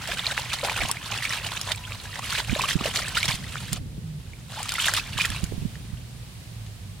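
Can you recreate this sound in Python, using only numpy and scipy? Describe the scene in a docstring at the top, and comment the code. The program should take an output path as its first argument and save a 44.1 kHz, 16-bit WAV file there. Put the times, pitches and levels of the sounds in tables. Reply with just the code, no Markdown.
"""A rice paddy: live fish thrash in a plastic basket held in the shallow water.
Tail slaps are bursts of random droplet impacts; churning water is clouds of ringing, rising bubbles.
Spray is fine bubbles and droplets, sharp ticks ring the plastic, and changing echoes come off the surroundings.
Filtered noise gives a low rumble and a faint hiss, two sines a far-off engine, one sine a thin tone.
Puffs of air bump the microphone as low, quickly dying swings with a turbulent wake."""
import sys
import numpy as np
from scipy.fft import rfft, irfft
from scipy.io import wavfile

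SR = 44100
rng = np.random.default_rng(int(sys.argv[2]) if len(sys.argv) > 2 else 0)


def transcribe(u):
    """Save the signal u as a 16-bit wav file named by the first command-line argument.

    u: samples, shape (n,) or (channels, n), limited to [-1, 1]; the rate is SR.
    q: integer samples, one column per channel.
    """
    v = np.clip(np.atleast_2d(u).T, -1, 1)
    q = np.round(v * 32767).astype(np.int16)
    wavfile.write(sys.argv[1], SR, q)


N = 308700   # 7 s
HZ = np.maximum(np.arange(N // 2 + 1) * SR / N, 1)   # frequency of each spectrum bin


def from_db(db):
    """Decibels to gain."""
    return 10 ** (np.asarray(db) / 20)


def rms_one(x):
    """Scale to unit power."""
    return x / np.sqrt(np.mean(x ** 2) + 1e-20)


def in_time(rows):
    """Each column of a time curve, interpolated at every sample."""
    times, *columns = np.transpose(rows)
    return [np.interp(np.arange(N) / SR, times, column) for column in columns]


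def at_hz(points):
    """A spectral curve, interpolated over log frequency at every bin."""
    hz, value = np.transpose(points)
    return np.interp(np.log(HZ), np.log(hz), value)


def colour(x, spectrum):
    """Filter a sound with a smooth gain curve; rms 1."""
    return rms_one(irfft(rfft(x) * from_db(at_hz(spectrum)), N))


def drift(rate):
    """Random wandering, mostly slower than the rate in Hz; rms 1."""
    noise = rfft(rng.standard_normal(N))
    return rms_one(irfft(noise / (1 + (HZ / rate) ** 2), N))


def pan(balance_db):
    """Left and right gains; positive leans left."""
    return from_db(np.array([[1], [-1]]) * balance_db / 2)


def add(out, s, sound):
    """Mix a short sound in at a time in seconds."""
    i = int(np.clip(round(s * SR), 0, N - 1))
    out[:, i:i + sound.shape[-1]] += sound[..., :N - i]


def bubble(hz, t60, rise):
    """A pocket of air rings and dies away, its pitch gliding by the share rise within t60."""
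    t = np.arange(int(max(t60, .002) * SR)) / SR
    swell = 1 - np.exp(-2 * hz * t)
    cycles = hz * (t + rise * t * t / (2 * t60))
    return swell * from_db(-60 * t / t60) * np.sin(2 * np.pi * cycles)


def bubble_cloud(low_hz, high_hz, cycles, rise, spread_db, pan_db, count):
    """Many bubbles at random times; small ones ring higher and die sooner; rms 1."""
    out = np.zeros((2, N))
    for when, size, damping, climb, strength, side, sign in rng.random((count, 7)):
        hz = low_hz * (high_hz / low_hz) ** size
        t60 = cycles * 2 ** (2 * damping - 1) / hz
        # strength in dB is exponentially spread, with a ceiling
        level_db = spread_db * min(-np.log(1 - strength), 2.4)
        gain = from_db(level_db) * hz * np.sign(sign - .5)
        ring = bubble(hz, t60, 2 * rise * climb)
        add(out, when * N / SR, gain * pan(pan_db * (2 * side - 1)) * ring)
    return rms_one(out)


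def patter(per_s, spread_db, pan_db):
    """Random droplet impacts of unequal size, each differing in level and arrival between the ports; rms 1."""
    level_db = spread_db * np.minimum(rng.exponential(1, N), 3.6)
    sizes = from_db(level_db) * rng.choice([-1, 1], N)
    side = rng.triangular(-1, 0, 1, N)
    hits = rng.random(N) < per_s / SR
    left, right = sizes * hits * pan(pan_db * side)
    # the right port hears each impact up to 3 samples sooner or later
    arrival = (np.arange(N) + np.round(3 * side).astype(int)) % N
    return rms_one(np.array([left, np.bincount(arrival, right, N)]))


def air(spectrum):
    """Diffuse noise, alike on both sides in the bass and independent in the treble; rms 1."""
    # left-right likeness, below 0 taken as 0: (frequency [Hz], correlation [-])
    likeness = [(60, 0.8), (130, 0.94), (300, 0.56), (640, 0.5), (1400, -0.1), (3100, 0.1), (7000, -0.74),
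                (15000, -4.5)]
    alike = np.clip(at_hz(likeness), 0, 1)
    mid, side = rfft(rng.standard_normal((2, N)))
    both = np.sqrt(1 + alike) * mid + np.sqrt(1 - alike) * side * [[1], [-1]]
    return colour(irfft(both, N), spectrum)


def low_rumble():
    """Diffuse low noise with a slow level curve and a slight flutter."""
    # (time [s], level [dB])
    rumble_level = [(0, -41), (1.9, -43.5), (2.8, -37.5), (3.9, -38), (4.5, -43), (5.6, -36.5), (6.1, -42),
                    (7, -42.5)]
    # (frequency [Hz], gain [dB])
    rumble_colour = [(20, -44), (48, -2), (80, -4), (116, -1), (165, -6), (330, -24), (500, -26.5),
                     (1000, -58)]
    return from_db(in_time(rumble_level)[0] + 1.07 * drift(45)) * air(rumble_colour)


def faint_hiss():
    """Diffuse broadband noise with a slow level curve."""
    # (time [s], level [dB])
    hiss_level = [(0, -46), (3.7, -47), (3.8, -52), (4.4, -51), (5.5, -45.5), (6.0, -49.5), (6.5, -48),
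                  (7, -50)]
    # (frequency [Hz], gain [dB])
    hiss_colour = [(100, 4.5), (400, -1.5), (750, 1), (1300, -2.5), (2000, -1.5), (3000, -0.5), (4300, -1),
                   (6000, -5), (9300, -4.5), (11500, -9.5), (15500, -13)]
    return from_db(in_time(hiss_level)[0]) * air(hiss_colour)


def far_engine():
    """Only the two lowest orders of an engine carry across the fields, fading in and out with the air."""
    # (time [s], firing rate [Hz], level [dB]); both waver around these
    engine = [(0, 59, -67), (1.4, 53, -43.5), (2.2, 50, -45), (3.3, 65.4, -48), (4.05, 79.45, -38.5),
              (4.6, 51.36, -46), (5.4, 51, -49), (5.9, 60, -39.5), (6.5, 59.2, -47), (6.8, 48.7, -45)]
    hz, level_db = in_time(engine)
    phase = 2 * np.pi * np.cumsum(hz * (1 + 0.015 * drift(3.7))) / SR
    drone = from_db(-10.5) * np.sin(phase) + np.sin(2 * phase)
    return from_db(level_db + 6.5 * drift(8.6)) * drone


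def faint_tone():
    """A thin, slightly wavering sine tone swells and fades twice."""
    # (start [s], length [s], level [dB])
    whistles = [(1.70, 0.28, -49), (2.02, 0.14, -52)]
    tone_hz, waver_hz = 994, 16.3
    level = np.zeros((1, N))
    for s, length, level_db in whistles:
        add(level, s, from_db(level_db) * np.hanning(int(length * SR)))
    return level * np.sin(2 * np.pi * np.cumsum(tone_hz + waver_hz * drift(21)) / SR)


def puffs():
    """An eddy pushes on one port more than the other: a dull bump of a few swings with a turbulent wake."""
    # (time [s], relative level [dB], starting pitch [Hz], left-right balance [dB])
    air_bumps = [(0.798, -20, 58, -5.5), (0.821, -31, 153, -6), (2.494, -23.5, 105, -23),
                 (2.528, -21, 240, -28), (2.755, -12.5, 178, -15), (2.81, -16.5, 242, -11),
                 (3.284, -19.5, 155, -9), (3.337, -25, 170, -11), (3.719, -19.5, 113, -12),
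                 (3.778, -24.5, 70, -2), (3.814, -25, 167, 2), (3.859, -22.5, 177, 1),
                 (3.979, -18.5, 167, 5), (5.159, -29, 170, -20), (5.291, -26.5, 91, -18),
                 (5.433, -22, 184, -25.5), (5.522, -26.5, 423, -24), (5.533, -26, 120, -19),
                 (5.578, -24, 164, -21), (5.617, -16, 131, -10), (5.652, -19.5, 176, -18),
                 (5.929, -26, 131, -17)]
    out, wake = np.zeros((2, N)), np.zeros((2, N))
    for s, level_db, hz, balance_db in air_bumps:
        t60 = 5.2 / hz   # 5.2 cycles of the starting pitch
        push = from_db(level_db + 2.5) * pan(balance_db)
        add(out, s, push * bubble(hz, t60, rise=-0.18))   # the swings slow down
        add(wake, s - .008, push * np.hanning(int(t60 * SR)))
    wake_colour = [(30, 8.5), (120, 10), (270, 0.5), (400, -12), (800, -46.0)]   # (Hz, dB)
    turbulence = colour(rng.standard_normal((2, N)), wake_colour)
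    return out + from_db(-15.5) * wake * turbulence


def ticks():
    """Drops and fins strike the damped modes of the plastic, each favouring those near its own centre."""
    # (time [s], level [dB], centre of the favoured modes [Hz])
    contacts = [(0.0756, -15, 5570), (0.6535, -20, 3500), (0.8868, -13, 8600), (0.914, -2.5, 7300),
                (1.1769, -16, 3400), (1.2947, -19, 5500), (1.3274, -18, 3600), (1.469, -14, 4800),
                (1.6138, -9, 4370), (1.7599, -20.5, 11600), (2.6193, -9, 4200), (3.083, -12, 8000),
                (2.9729, -14, 4100), (3.176, -9, 3900), (3.2557, -9, 5170), (3.731, -4.5, 6800),
                (4.63, -11.5, 7540), (4.7204, -10.5, 5200), (4.74, -14, 8450), (4.9382, -3.5, 7500),
                (4.9658, -10, 4200), (5.2549, -8, 6300), (5.3026, -14, 7400), (5.441, -14, 7400)]
    # modes of the plastic: (frequency [Hz], relative level [dB], t60 [s])
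    plastic = [(1100, -24, 0.004), (2300, -16, .006), (3750, -7, 0.014), (5170, 2, 0.0065),
               (7490, 4, 0.0053), (9150, 6, 0.0032), (12800, 0, 0.0027)]
    out, t = np.zeros((2, N)), np.arange(700) / SR
    hz, mode_db, t60 = np.transpose(plastic)[:, :, None]
    chance = rng.standard_normal((len(contacts), 2, len(plastic), 1))
    for (s, level_db, centre_hz), luck in zip(contacts, chance):
        strength_db = mode_db - 8 * np.abs(np.log2(hz / centre_hz))
        detune = 1 + .07 * luck[0]
        # short waves reach the two ports out of step
        offset = np.array([1, -1])[:, None, None] * luck[1] * hz / 9000
        ringing = np.sin(2 * np.pi * hz * detune * t + offset)
        tick = np.sum(from_db(strength_db - 60 * t / t60) * ringing, axis=1)
        add(out, s, from_db(level_db) * tick / np.abs(tick).max())
    return out


def plinks():
    """The loudest bubbles, each from its own spot; the longer one rings, the further its pitch climbs."""
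    # (time [s], level [dB], starting pitch [Hz], t60 [s])
    large_bubbles = [(0.088, -26, 624, 0.066), (0.267, -8, 4120, 0.014), (0.309, -24, 1410, 0.06),
                     (0.378, -0.5, 2000, 0.0028), (0.697, -6.5, 2300, 0.005), (0.775, -18, 1500, 0.024),
                     (0.816, -20, 2000, 0.038), (0.97, -20, 2200, 0.016), (1.141, -19.5, 2500, 0.019),
                     (1.175, -24, 3260, 0.025), (1.224, -15.5, 1920, 0.013), (1.294, -14, 5500, 0.0046),
                     (1.851, -26, 3140, 0.024), (1.921, -14.5, 2530, 0.0051), (2.157, -19.5, 1900, 0.01),
                     (2.496, -15, 2340, 0.012), (2.561, -16.5, 568, 0.029), (2.595, -9.5, 1000, 0.016),
                     (2.609, -13, 2500, 0.017), (2.638, -15, 1050, 0.051), (2.709, -9.5, 1800, 0.0079),
                     (2.856, -13, 580, 0.027), (2.972, -8, 4130, 0.0052), (3.149, -19, 2980, 0.01),
                     (3.171, -14.5, 1334, 0.053), (3.23, -12.5, 2190, 0.025), (3.281, -13, 3320, 0.0099),
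                     (3.556, -12, 1380, 0.0069), (3.568, -31, 2200, 0.036), (4.334, -32.5, 2210, 0.021),
                     (4.574, -30.5, 798, 0.18), (4.603, -23.5, 790, 0.043), (4.783, -17, 1310, 0.036),
                     (4.799, -13.5, 2950, 0.024), (4.884, -7.5, 1560, 0.014), (4.937, -11, 1600, 0.0095),
                     (5.188, -14.5, 980, 0.014), (5.21, -9.5, 2430, 0.016), (5.249, -12, 1850, 0.015),
                     (5.755, -29, 1780, 0.0091)]
    rise_per_s = 11.5   # share by which the pitch climbs in a second
    out = np.zeros((2, N))
    sides = rng.standard_normal(len(large_bubbles))
    for (s, level_db, hz, t60), side in zip(large_bubbles, sides):
        add(out, s, from_db(level_db) * pan(.8 * side) * bubble(hz, t60, rise_per_s * t60))
    return out


def slaps():
    """A tail hits or flicks the surface and throws a dense, quickly dying burst of droplets."""
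    # (time [s], level [dB], time to fall by 36 dB [s])
    tail_hits = [(0.374, -31.5, 0.031), (0.532, -20, 0.039), (0.647, -24, 0.029), (0.698, -30, 0.043),
                 (0.775, -25, 0.022), (0.907, -30, 0.025), (1.226, -37, 0.06), (1.463, -26.5, 0.034),
                 (1.718, -19.5, 0.018), (2.156, -29.5, 0.012), (2.859, -20.5, 0.022), (2.959, -18.5, 0.023),
                 (3.17, -23, 0.027), (3.229, -20, 0.015), (3.28, -20, 0.018), (3.558, -37, 0.0061),
                 (3.722, -31.5, 0.06), (4.691, -16, 0.0099), (4.72, -30, 0.01), (4.937, -26, 0.019),
                 (4.967, -22, 0.063), (5.215, -22, 0.031), (5.255, -23, 0.018), (5.439, -36, 0.011),
                 (5.756, -39, .01), (6.664, -42, .015)]
    force = np.zeros((1, N))
    for s, level_db, length in tail_hits:
        t = np.arange(int(2 * length * SR)) / SR
        attack = 1 - np.exp(-t / 0.00025)
        add(force, s, from_db(level_db - 36 * t / length) * attack)
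    burst_colour = [(150, -16), (600, -2), (1500, 10), (3500, 17.5),
                    (6000, 8.5), (8500, 5.5), (15000, -7.5)]   # (Hz, dB)
    return force * colour(patter(12000, spread_db=5.0, pan_db=-6), burst_colour)


def stroke_envelope(settle_s, gurgle=False):
    """Strokes build quickly, hold while the fish pushes, then settle; overlapping ones add in power."""
    # a fish beats its body through the water:
    # (time [s], length [s], strength [dB], gurgle of a deep stroke relative to its strength [dB])
    strokes = [(0.07, 0.07, -32, -8.5), (0.167, 0.021, -36, -18), (0.229, 0.095, -32.5, -9),
               (0.365, 0.03, -30, -12), (0.516, .025, -31, -9), (0.629, 0.087, -33, 1),
               (0.757, 0.063, -31, -4.5), (0.872, 0.047, -38, 0.5), (1.052, 0.024, -40.5, -10),
               (1.11, 0.049, -38, -7), (1.216, 0.037, -31, -18), (1.303, 0.064, -31, -13),
               (1.428, 0.031, -37.5, -3), (1.511, 0.076, -35.5, -12), (1.6, 0.042, -36.5, -8.5),
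               (1.653, 0.073, -35.5, -6.5), (1.902, 0.048, -41.5, -5.5), (2.031, 0.031, -37.5, -9),
               (2.158, 0.041, -42.5, 2), (2.214, .07, -34.5, -14), (2.289, 0.1, -28, -20),
               (2.374, 0.023, -30.5, -2), (2.47, 0.18, -36, -14), (2.549, 0.11, -33, -7.5),
               (2.674, 0.039, -28, -16), (2.763, .02, -49, 5), (2.802, 0.04, -37, 2.5),
               (2.835, 0.047, -32, -1.5), (2.935, 0.07, -30.5, -6), (3.03, 0.03, -43, 0),
               (3.145, 0.042, -30, -19.5), (3.236, 0.016, -29.5, -6), (3.28, 0.037, -27, -17),
               (3.332, 0.024, -33.5, -20), (3.473, 0.084, -42, -12), (3.544, .075, -41.5, -25),
               (3.76, 0.012, -47.5, 3), (4.496, 0.061, -42.5, -7), (4.56, 0.048, -43, -8),
               (4.726, 0.025, -53, -7), (4.78, .11, -28, -35), (4.931, 0.043, -26.5, -17),
               (5.17, 0.087, -29.5, -29), (5.287, 0.023, -41, -12), (5.436, 0.016, -41, -13)]
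    attack_s = 0.0075
    power, t = np.zeros((1, N)), np.arange(SR // 2) / SR
    for s, length, level_db, gurgle_db in strokes:
        # settle_s is the time to fall to 1/e after the push
        shape = np.minimum(t / attack_s, 1) * np.exp(-np.maximum(t - length, 0) / settle_s)
        add(power, s, (from_db(level_db + gurgle * gurgle_db) * shape) ** 2)
    return np.sqrt(power[0])


def stirred_water():
    """Big bubbles gurgle, small ones chatter, the finest fizz and droplets patter, driven by strokes and unrest."""
    # how much the water keeps moving between strokes: (time [s], level [dB])
    unrest_level = [(0, -39), (0.9, -36), (1.0, -45.5), (1.1, -35), (1.7, -42.5), (1.8, -48), (2.1, -45),
                    (2.3, -42), (3.3, -36.5), (3.42, -48), (3.77, -43), (3.8, -69), (4.46, -60.5),
                    (4.55, -40), (4.92, -32), (5.04, -42.5), (5.35, -37.5), (5.55, -57), (7, -72.5)]
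    # spray, louder once the microphone is over the basket: (time [s], level [dB])
    spray_reach = [(0, -1.5), (1.9, -0.5), (3.3, 1.5), (4.8, 2), (5.4, 0)]
    # colours of the three layers: (frequency [Hz], gain [dB])
    slosh_colour = [(150, 4.5), (330, -6.5), (600, 3.5), (1000, 5.5), (1400, -2.5), (2500, -41)]
    churn_colour = [(500, -72), (900, -7.5), (1250, -2), (1800, 0), (2800, -0.5), (4200, -4), (5500, -19),
                    (8000, -21)]
    spray_colour = [(1000, -20), (3000, 8.5), (5000, 1.5), (6300, -0.5), (8200, -0.5), (10000, -4),
                    (12000, -8.5), (15500, -13)]

    big = bubble_cloud(288, 1277, cycles=10, rise=0.26, spread_db=5.0, pan_db=3.5, count=2200)
    small = bubble_cloud(919, 6060, cycles=24.0, rise=0.45, spread_db=7.0, pan_db=2, count=4800)
    finest = bubble_cloud(4280, 11900, cycles=14, rise=0.05, spread_db=5.5, pan_db=19, count=5000)
    slosh = colour(big + from_db(2.5) * patter(3000, spread_db=2.0, pan_db=2), slosh_colour)
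    churn = colour(small + from_db(2.0) * patter(7000, spread_db=1.5, pan_db=-2), churn_colour)
    spray = colour(from_db(-2.5) * finest + patter(9000, spread_db=4.5, pan_db=5), spray_colour)

    # unrest and strokes add in power
    unrest = from_db(in_time(unrest_level)[0])
    slosh = slosh * np.hypot(from_db(-10) * unrest, stroke_envelope(0.0097, gurgle=True))
    churn = churn * np.hypot(unrest, from_db(-1.5) * stroke_envelope(0.015))
    spray = spray * np.hypot(from_db(-4) * unrest, from_db(-4) * stroke_envelope(0.016))
    surge_db = 1.93 * drift(36)
    return from_db(surge_db) * (slosh + churn + from_db(in_time(spray_reach)[0]) * spray)


def scatter(x, t60, wet_db, count=4):
    """Basket walls and stalks return short sprays of echoes, which change as the splashes move about."""
    t, spectrum = np.arange(int(.06 * SR)) / SR, 0
    for place in range(count):
        echoes = rng.standard_normal((2, len(t))) * from_db(-60 * t / t60) * (t > .0006)
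        echoes /= np.sqrt(count * np.sum(echoes ** 2, axis=1, keepdims=True))
        # each set of echoes receives a wandering share of the sound
        share = np.sqrt(2) * np.cos(np.pi * drift(7.5))
        spectrum = spectrum + rfft(x * share) * rfft(echoes, N)
    echo_colour_db = at_hz([(500, -10.5), (3000, 0.6), (10000, 2.6)])
    return x + irfft(spectrum * from_db(wet_db + echo_colour_db), N)


def scene():
    """Splashing in the basket, reaching the left port first, over the open-air background."""
    background = low_rumble() + faint_hiss() + far_engine() + faint_tone() + puffs()
    close = ticks() + plinks() + slaps() + stirred_water()
    left, right = scatter(close, t60=0.033, wet_db=-7.5)
    lag_s = .000012   # extra delay to the right port
    later_right = irfft(rfft(right) * np.exp(-2j * np.pi * HZ * lag_s), N)
    return background + np.array([left, later_right])


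def record(dry):
    """The two microphone ports differ in colour; the top is cut steeply."""
    # (frequency [Hz], left-right balance [dB])
    port_balance = [(60, -2.5), (200, -2), (700, -1), (1300, 0.5), (2400, -4), (4400, -1.3), (8000, 0),
                    (15000, 2)]
    cutoff_hz = 15900
    top = 1 / np.sqrt(1 + (HZ / cutoff_hz) ** 200)
    return np.clip(irfft(rfft(dry) * pan(at_hz(port_balance)) * top, N), -1, 1)


dry = scene()
out = record(dry)
transcribe(out)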